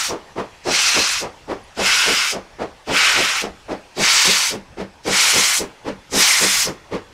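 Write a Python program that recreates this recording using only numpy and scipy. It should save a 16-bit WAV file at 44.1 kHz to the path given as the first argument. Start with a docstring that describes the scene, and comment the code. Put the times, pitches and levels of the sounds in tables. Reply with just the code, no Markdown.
"""By a curved line a two-cylinder steam locomotive draws a passenger train towards the listener.
Four chuffs a turn run throughout, gusts of noise with a ringing chimney note, scattered dully by the
woods; once a turn an open drain cock blows a long jet of shaped noise along the ground.
Under them coaches roll as uneven noise, with a thin leak and its whistle.
Steel chinks once as a short high sine, while the turns slowly quicken."""
import sys
import numpy as np
from scipy import signal
from scipy.fft import rfft, irfft
from scipy.io import wavfile

SR = 44100
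rng = np.random.default_rng(int(sys.argv[2]) if len(sys.argv) > 2 else 0)


def materialize(psi):
    """Save the field psi as 16-bit PCM at rate SR to the path in sys.argv[1].

    A 1-D psi becomes a single channel; in a 2-D psi each row is a channel.
    """
    bounded = np.clip(np.atleast_2d(psi).T, -1, 1)
    quanta = np.round(bounded * 32767).astype(np.int16)
    wavfile.write(sys.argv[1], SR, quanta)


N = 314433

FRAME, HOP = 512, 128  # short-time spectrum (samples)
HZ = np.fft.rfftfreq(FRAME, 1 / SR)
FRAME_S = np.arange(N // HOP + 3) * HOP / SR

# One row for each turn of the driving wheels, with its blast from the drain cock:
# start_s, roar_db, hiss_db, fizz_db (before the swell and sag), build_s (before the factor for each pitch),
# mid-stroke swell_db and brightening_db over the stroke (before their shares for each pitch),
# howl_hz, howl_width_hz, howl_db, whistle_hz, whistle_db, chuffs_over_usual_db, boom_over_usual_db
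TURNS = [(-0.468, -20.5, -19.5, -33.5, 0.12, 0, 0, 2040, 300, 6, 5600, 3.5, 1.5, -2),
         (0.659, -20, -18, -36.5, 0.1, 1.5, -1, 2530, 330, 4.5, 5600, 2, 0.5, -6.5),
         (1.775, -16.5, -18, -33.5, 0.11, -1.5, -1.5, 2700, 1200, 5.5, 5200, 3.5, 0.5, -1),
         (2.878, -16.5, -21.5, -37, 0.11, 0, 0.5, 2600, 510, 2, 5700, 0, 0.5, 0),
         (3.972, -18, -18, -33.5, 0.095, 3, 2.5, 2290, 220, 4.5, 4600, 3.5, -1, 3),
         (5.058, -18, -18, -32, 0.11, 0, 5.5, 2350, 200, 2.5, 5400, 1.5, 1, 3),
         (6.126, -17.5, -14.5, -23, 0.1, -4.5, -2, 1940, 260, 2.5, 5070, 3.5, 1, 5)]


def gain_of(db):
    """Decibels to amplitude."""
    return 10 ** (np.asarray(db) / 20)


def evened(x):
    """Scales to rms 1."""
    return x / np.sqrt(np.mean(x ** 2) + 1e-20)


def read(points, hz):
    """Reads a spectrum along a log-frequency axis."""
    f, value = np.transpose(points)
    return np.interp(np.log(hz + 1), np.log(f + 1), value)


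def level_in(spectrum_db, band):
    """Level in dB of the part of a spectrum that lies in a band."""
    inside = (HZ > band[0]) * (HZ < band[1])
    return 10 * np.log10(np.mean(gain_of(spectrum_db) ** 2 * inside))


def add(mix, s, sound):
    """Mixes a sound in at time s."""
    part = mix[max(round(s * SR), 0):][:len(sound)]
    part += sound[:len(part)]


def noise(magnitude):
    """Noise whose short-time spectrum follows a frames x bins magnitude."""
    white = rng.standard_normal(N + 2 * FRAME)
    z = signal.stft(white, nperseg=FRAME, noverlap=FRAME - HOP)[2]
    shaped = z[:, :len(magnitude)] * magnitude.T
    return signal.istft(shaped, nperseg=FRAME, noverlap=FRAME - HOP)[1][:N]


def eddies(seconds, width_hz):
    """Random patches of rms 1 over time and frequency; the settings scale their duration and width."""
    white = rng.standard_normal((len(FRAME_S), len(HZ)))
    along = np.fft.fftfreq(len(FRAME_S), HOP / SR)[:, None]
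    across = np.fft.fftfreq(len(HZ), HZ[1])
    smoothing = np.exp(-(along * seconds) ** 2 - (across * width_hz) ** 2)
    return evened(np.fft.ifft2(np.fft.fft2(white) * smoothing).real)


def bump(hz, width_hz):
    """A bell of height 1 on the frequency axis, width_hz wide at half height."""
    return 1 / (1 + (2 * (HZ - hz) / width_hz) ** 2)


def turn_length(s):
    """Seconds taken by the wheel turn that starts at time s, as the speed grows by a steady amount."""
    turn_s, quickening = 1.12, 0.0084  # length at time 0 (s); share of speed gained each second
    return turn_s / (1 + quickening * s)


def blast(s, build_s, swell_db, brighten_db):
    """Frames x bins gain: the valve cracks open, the jet surges, sags with the pressure and is cut off."""
    # life of a blast from roar to fizz; each table has pitch_hz and then:
    build = [(2000, 1.19), (5000, 1.3), (11000, 1.25)]  # factor on the time to build
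    sag = [(2000, 6.47), (5000, 6.55), (11000, 3.2)]  # loss_db by the end of the stroke, as the cylinder's pressure drops
    shut = [(2000, 0.47), (5000, 0.5), (11000, 0.49)]  # share of the turn at which the steam is cut off
    dying = [(2000, 240), (5000, 520), (11000, 470)]  # fall_db_per_s once the steam is cut off
    swell = [(2000, 0.047), (5000, 1.0), (11000, 0.74)]  # share of the mid-stroke swell
    cracked = [(2000, 0.1), (5000, 0.22), (11000, 0.13)]  # share of the full jet that passes the cracked valve
    brightening = [(2000, 0), (5000, 0.44), (11000, 1)]  # share of the brightening over the stroke
    lead_s, crack_s = 0.043, 0.061  # steam enters before the first beat; time to crack the valve open
    crack_power, surge_power, sag_power = 2.25, 3.36, 2.53  # bends of the three curves

    t = FRAME_S[:, None] - s
    shut_s = read(shut, HZ) * turn_length(s)
    crack = np.clip((t + lead_s) / crack_s, 0, 1) ** crack_power
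    surge = np.clip((t + lead_s) / (build_s * read(build, HZ)), 0, 1) ** surge_power
    share = read(cracked, HZ)
    opening = share * crack + (1 - share) * surge
    stroke = np.clip(t / shut_s, 0, 1)
    swell_now_db = swell_db * read(swell, HZ) * np.sin(np.pi * stroke) ** 2
    pressure_db = swell_now_db - read(sag, HZ) * stroke ** sag_power
    treble_db = brighten_db * read(brightening, HZ) * stroke
    dying_db = read(dying, HZ) * np.clip(t - shut_s, 0, 1)
    return opening * gain_of(pressure_db + treble_db - dying_db)


def drain_cock(notch_db=-9, notch_width_hz=190, crest_db=4, whistle_width_hz=700,
               patchy_db=1.0, drift_db=1.17):
    """A turbulent jet for about half of each turn; the ground's reflection cuts a notch that sinks."""
    # colour of the jet: pitch_hz, relative_level_db (per Hz)
    jet_colour = [(150, -37), (400, -21.5), (700, -16), (1000, -6.5), (1400, -1.5), (2300, -3),
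                  (3500, -4.5), (5700, -2), (7500, -4), (10000, -10), (13000, -16), (15500, -26)]
    bands = (1200, 3200), (3500, 7000), (9000, 14000)  # roar, hiss, fizz (Hz)
    far_hz, near_hz, nearing_s = 1850, 1588, 2  # ground notch at time 0, close by, and time constant
    jet = read(jet_colour, HZ)
    field = np.zeros((len(FRAME_S), len(HZ)))
    # each band's level holds around its own centre and blends into its neighbours'
    shares = np.array([read(list(zip([2400, 4800, 11800], row)), HZ) for row in np.eye(len(bands))])
    for (s, roar_db, hiss_db, fizz_db, build_s, swell_db, brighten_db,
         howl_hz, howl_width, howl_db, whistle_hz, whistle_db, *_) in TURNS:
        notch_hz = near_hz + (far_hz - near_hz) * np.exp(-s / nearing_s)
        body_db = 0.6 - 1.0 * s  # the low body thins as the engine turns side-on
        ground = notch_db * bump(notch_hz, notch_width_hz) + crest_db * bump(notch_hz * 0.945, 220)
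        howl = howl_db * bump(howl_hz, howl_width)
        whistle = whistle_db * bump(whistle_hz, whistle_width_hz)
        colour = jet + ground + body_db * bump(1330, 570) + howl + whistle
        wanted = zip((roar_db, hiss_db, fizz_db), bands)
        levels = np.array([db - level_in(colour, band) for db, band in wanted])
        field += blast(s, build_s, swell_db, brighten_db) * gain_of(colour + levels @ shares)
    flutter_weight = 0.69 * read([(600, 0.66), (3000, 0.6), (10000, 2.4)], HZ)
    flutter = flutter_weight * eddies(0.032, 8200)
    patches = patchy_db * eddies(0.046, 630)
    # the jet's fine colour drifts slowly at random
    drift = drift_db * eddies(0.99, 240)
    return noise(field * gain_of(flutter + patches + drift))


def lineside(x, scatter_db=-15, t60=0.19):
    """Ballast, rails and the engine's flank add early reflections that roughen the spectrum."""
    t = np.arange(SR // 10) / SR
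    taps = rng.standard_normal(len(t)) * gain_of(-60 * t / t60) * (t > .002)
    return gain_of(scatter_db) * signal.fftconvolve(x, taps / np.linalg.norm(taps))[:N]


def train(rolling_db=-46):
    """Wheels rumble unevenly under the coaches, with a thin leak of steam on top."""
    # long-term colour of the rolling noise: pitch_hz, relative_level_db (per Hz)
    rolling = [(12, -33), (20, -6.5), (82, -8), (286, -18.5), (1270, -16), (1390, -18), (1510, -17.5),
               (1990, -16.5), (2770, -18.5), (3360, -19.5), (3860, -22.5), (5690, -23.5), (10500, -36),
               (15000, -50)]
    # thin hiss under the train: time_s, relative_level_db (before the weight for each pitch)
    leak = [(0, -2), (1.5, -2.5), (2.6, -4), (3.7, -2), (4.8, -6), (5.8, -3.5), (7.1, -4)]
    # a resonance and a slight dip in the rolling noise: pitch_hz, width_hz, change_db
    tints = [(828, 40, 14), (10470, 150, -1)]
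    hz = np.fft.rfftfreq(N, 1 / SR)
    leak_weight = read([(500, 0.16), (2500, 1.0)], HZ)
    leak_db = np.interp(FRAME_S, *np.transpose(leak))[:, None] * leak_weight
    jolts_db = eddies(0.07, 590) * read([(200, 3.9), (1000, 2.9), (4000, 1.3)], HZ)
    tint_db = sum(db * bump(f, width) for f, width, db in tints)
    drift_db = 1.4 * eddies(1.5, 170)
    rough = noise(gain_of(leak_db + jolts_db + tint_db + drift_db))
    coloured = irfft(rfft(rough) * gain_of(read(rolling, hz)), N)
    return gain_of(rolling_db) * evened(coloured)


def whine(hz=3440, half_width_hz=35):
    """Steam through a narrow gap sings one fuzzy note, a narrow band of noise."""
    # thin whistle of the leaking steam: time_s, level_db
    whine_level = [(0, -73), (3.3, -71), (3.7, -71), (4.8, -80), (5.8, -64), (6.9, -65)]
    f = np.fft.rfftfreq(N, 1 / SR)
    resonance = 1 / (1 + ((f - hz) / half_width_hz) ** 2)
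    note = irfft(rfft(rng.standard_normal(N)) * resonance, N)
    return evened(note) * gain_of(np.interp(np.arange(N) / SR, *np.transpose(whine_level)))


def chuffs():
    """Every exhaust beat, four to a turn: start_s, open_s, level_db, bark_hz, boom_db."""
    # the four uneven beats: share of the turn, valve open_s, usual level_db, bark_hz, usual boom_db
    beat_rows = [(0, 0.056, -22, 407, -34), (0.26, 0.056, -24, 393, -37), (0.497, 0.057, -27, 430, -39.5),
                 (0.741, 0.052, -24.5, 428, -36.5)]
    beats = []
    for s, *_, turn_db, turn_boom_db in TURNS:
        for share, open_s, db, hz, boom_db in beat_rows:
            start_s = s + share * turn_length(s)
            beats.append((start_s, open_s, db + turn_db, hz, boom_db + turn_boom_db))
    return [beat for beat in beats if beat[0] > 0]


def chimney(bark_db=4.5, bark_width_hz=100, ragged_db=0.5, rasp_hz=1100, hollow_hz=700):
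    """Each beat is a ragged gust of noise: its low bark rises first, the rush of steam swells within it."""
    # colour of a chuff: pitch_hz, relative_level_db (per Hz)
    chuff_colour = [(24, -42), (40, -14), (76, -1), (135, -49.5), (182, -6), (401, -4), (527, -3.5),
                    (746, -5.5), (1230, -13.5), (1490, -18), (1820, -17), (3740, -27), (5040, -27.5),
                    (9840, -43.5), (15000, -59)]
    # upper bark and hollowing middle as the engine turns side-on: time_s, rasp_db, hollow_db
    turning = [(0, 6, -2.5), (3.7, -2, 1.5), (4.8, -3.5, -8.5), (7, 0.5, -16.5)]
    bark_band = (250, 650)  # Hz, where each beat's level is set
    field = np.zeros((len(FRAME_S), len(HZ)))
    rise_s = 0.022 * read([(400, 1.57), (1500, 1.75), (6000, 2.1)], HZ)
    t60 = read([(100, 0.27), (450, 0.17), (1500, 0.24), (8000, 0.17)], HZ)
    hold = read([(400, 1.0), (2000, 0.84), (8000, 0.86)], HZ)  # share of the valve's open time
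    times, rasp_db, hollow_db = np.transpose(turning)
    for s, open_s, db, bark_hz, _ in chuffs():
        near = abs(FRAME_S - s - .15) < .2
        t = FRAME_S[near, None] - s + 0.011  # the gust starts 11 ms ahead of the beat
        colour = read(chuff_colour, HZ) + bark_db * bump(bark_hz, bark_width_hz)
        colour += np.interp(s, times, rasp_db) * bump(rasp_hz, 520)
        colour += np.interp(s, times, hollow_db) * bump(hollow_hz, 107)
        decay_db = -60 * np.maximum(t - open_s * hold, 0) / t60
        gust = np.clip(t / rise_s, 0, 1) * gain_of(decay_db)
        field[near] += gust * gain_of(db + colour - level_in(colour, bark_band))
    return noise(field * gain_of(ragged_db * eddies(0.01, 2800)))


def boom(hz=194, t60=0.22, trim_db=1):
    """Every gust also sets the air of the smokebox and chimney ringing on one low note."""
    out, t = np.zeros(N), np.arange(SR // 3) / SR
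    ring = np.sin(2 * np.pi * hz * t) * gain_of(-60 * t / t60)
    for s, open_s, _, _, db in chuffs():
        puff = rng.standard_normal(len(t))
        gust = np.sin(np.pi * np.clip(t / (1.33 * open_s), 0, 1))
        note = signal.fftconvolve(puff * gust, ring)[:len(t)]
        unit_note = note / np.linalg.norm(note)
        add(out, s, gain_of(db + trim_db) * unit_note * np.sqrt(open_s * SR))
    return out


def woods(x, delay_s=0.037, t60=0.6):
    """Trees scatter back a late, dull tail."""
    t, hz = np.arange(SR) / SR, np.fft.rfftfreq(SR, 1 / SR)
    fade_in = np.clip(t / delay_s - 1, 0, 1)
    tail = rng.standard_normal(SR) * fade_in * gain_of(-60 * t / t60)
    colour_db = read([(200, -32.5), (800, -19.5), (2500, -34.5), (8000, -39.5)], hz)
    tail = irfft(rfft(tail / np.linalg.norm(tail)) * gain_of(colour_db), SR)
    return signal.fftconvolve(x, tail)[:N]


def chinks(t60=.04):
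    """Steel on steel in the running gear: a tiny high sine that rings down."""
    # strokes of steel: start_s, pitch_hz, level_db (before the decay)
    strokes = [(1.637, 10470, -46)]
    out, t = np.zeros(N), np.arange(SR // 10) / SR
    for s, hz, db in strokes:
        attack = np.minimum(t / .002, 1)
        add(out, s, attack * gain_of(db - 60 * t / t60) * np.sin(2 * np.pi * hz * t))
    return out


def scene():
    """The whole train is far enough off to reach both ears alike."""
    jet = drain_cock()
    engine = jet + lineside(jet) + chimney() + boom()
    mono = engine + woods(engine) + train() + whine() + chinks()
    return np.array([mono, mono])


def record(dry, ceiling=1.0, edge_hz=15720):
    """The highest peaks are rounded off; then the recorder's band limit cuts the top treble."""
    rounded = dry / (1 + (dry / ceiling) ** 8) ** (1 / 8)
    low_pass = signal.firwin(1023, edge_hz, window=("kaiser", 9), fs=SR)
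    return signal.oaconvolve(rounded, low_pass[None], "same")


dry = scene()
out = record(dry)
materialize(out)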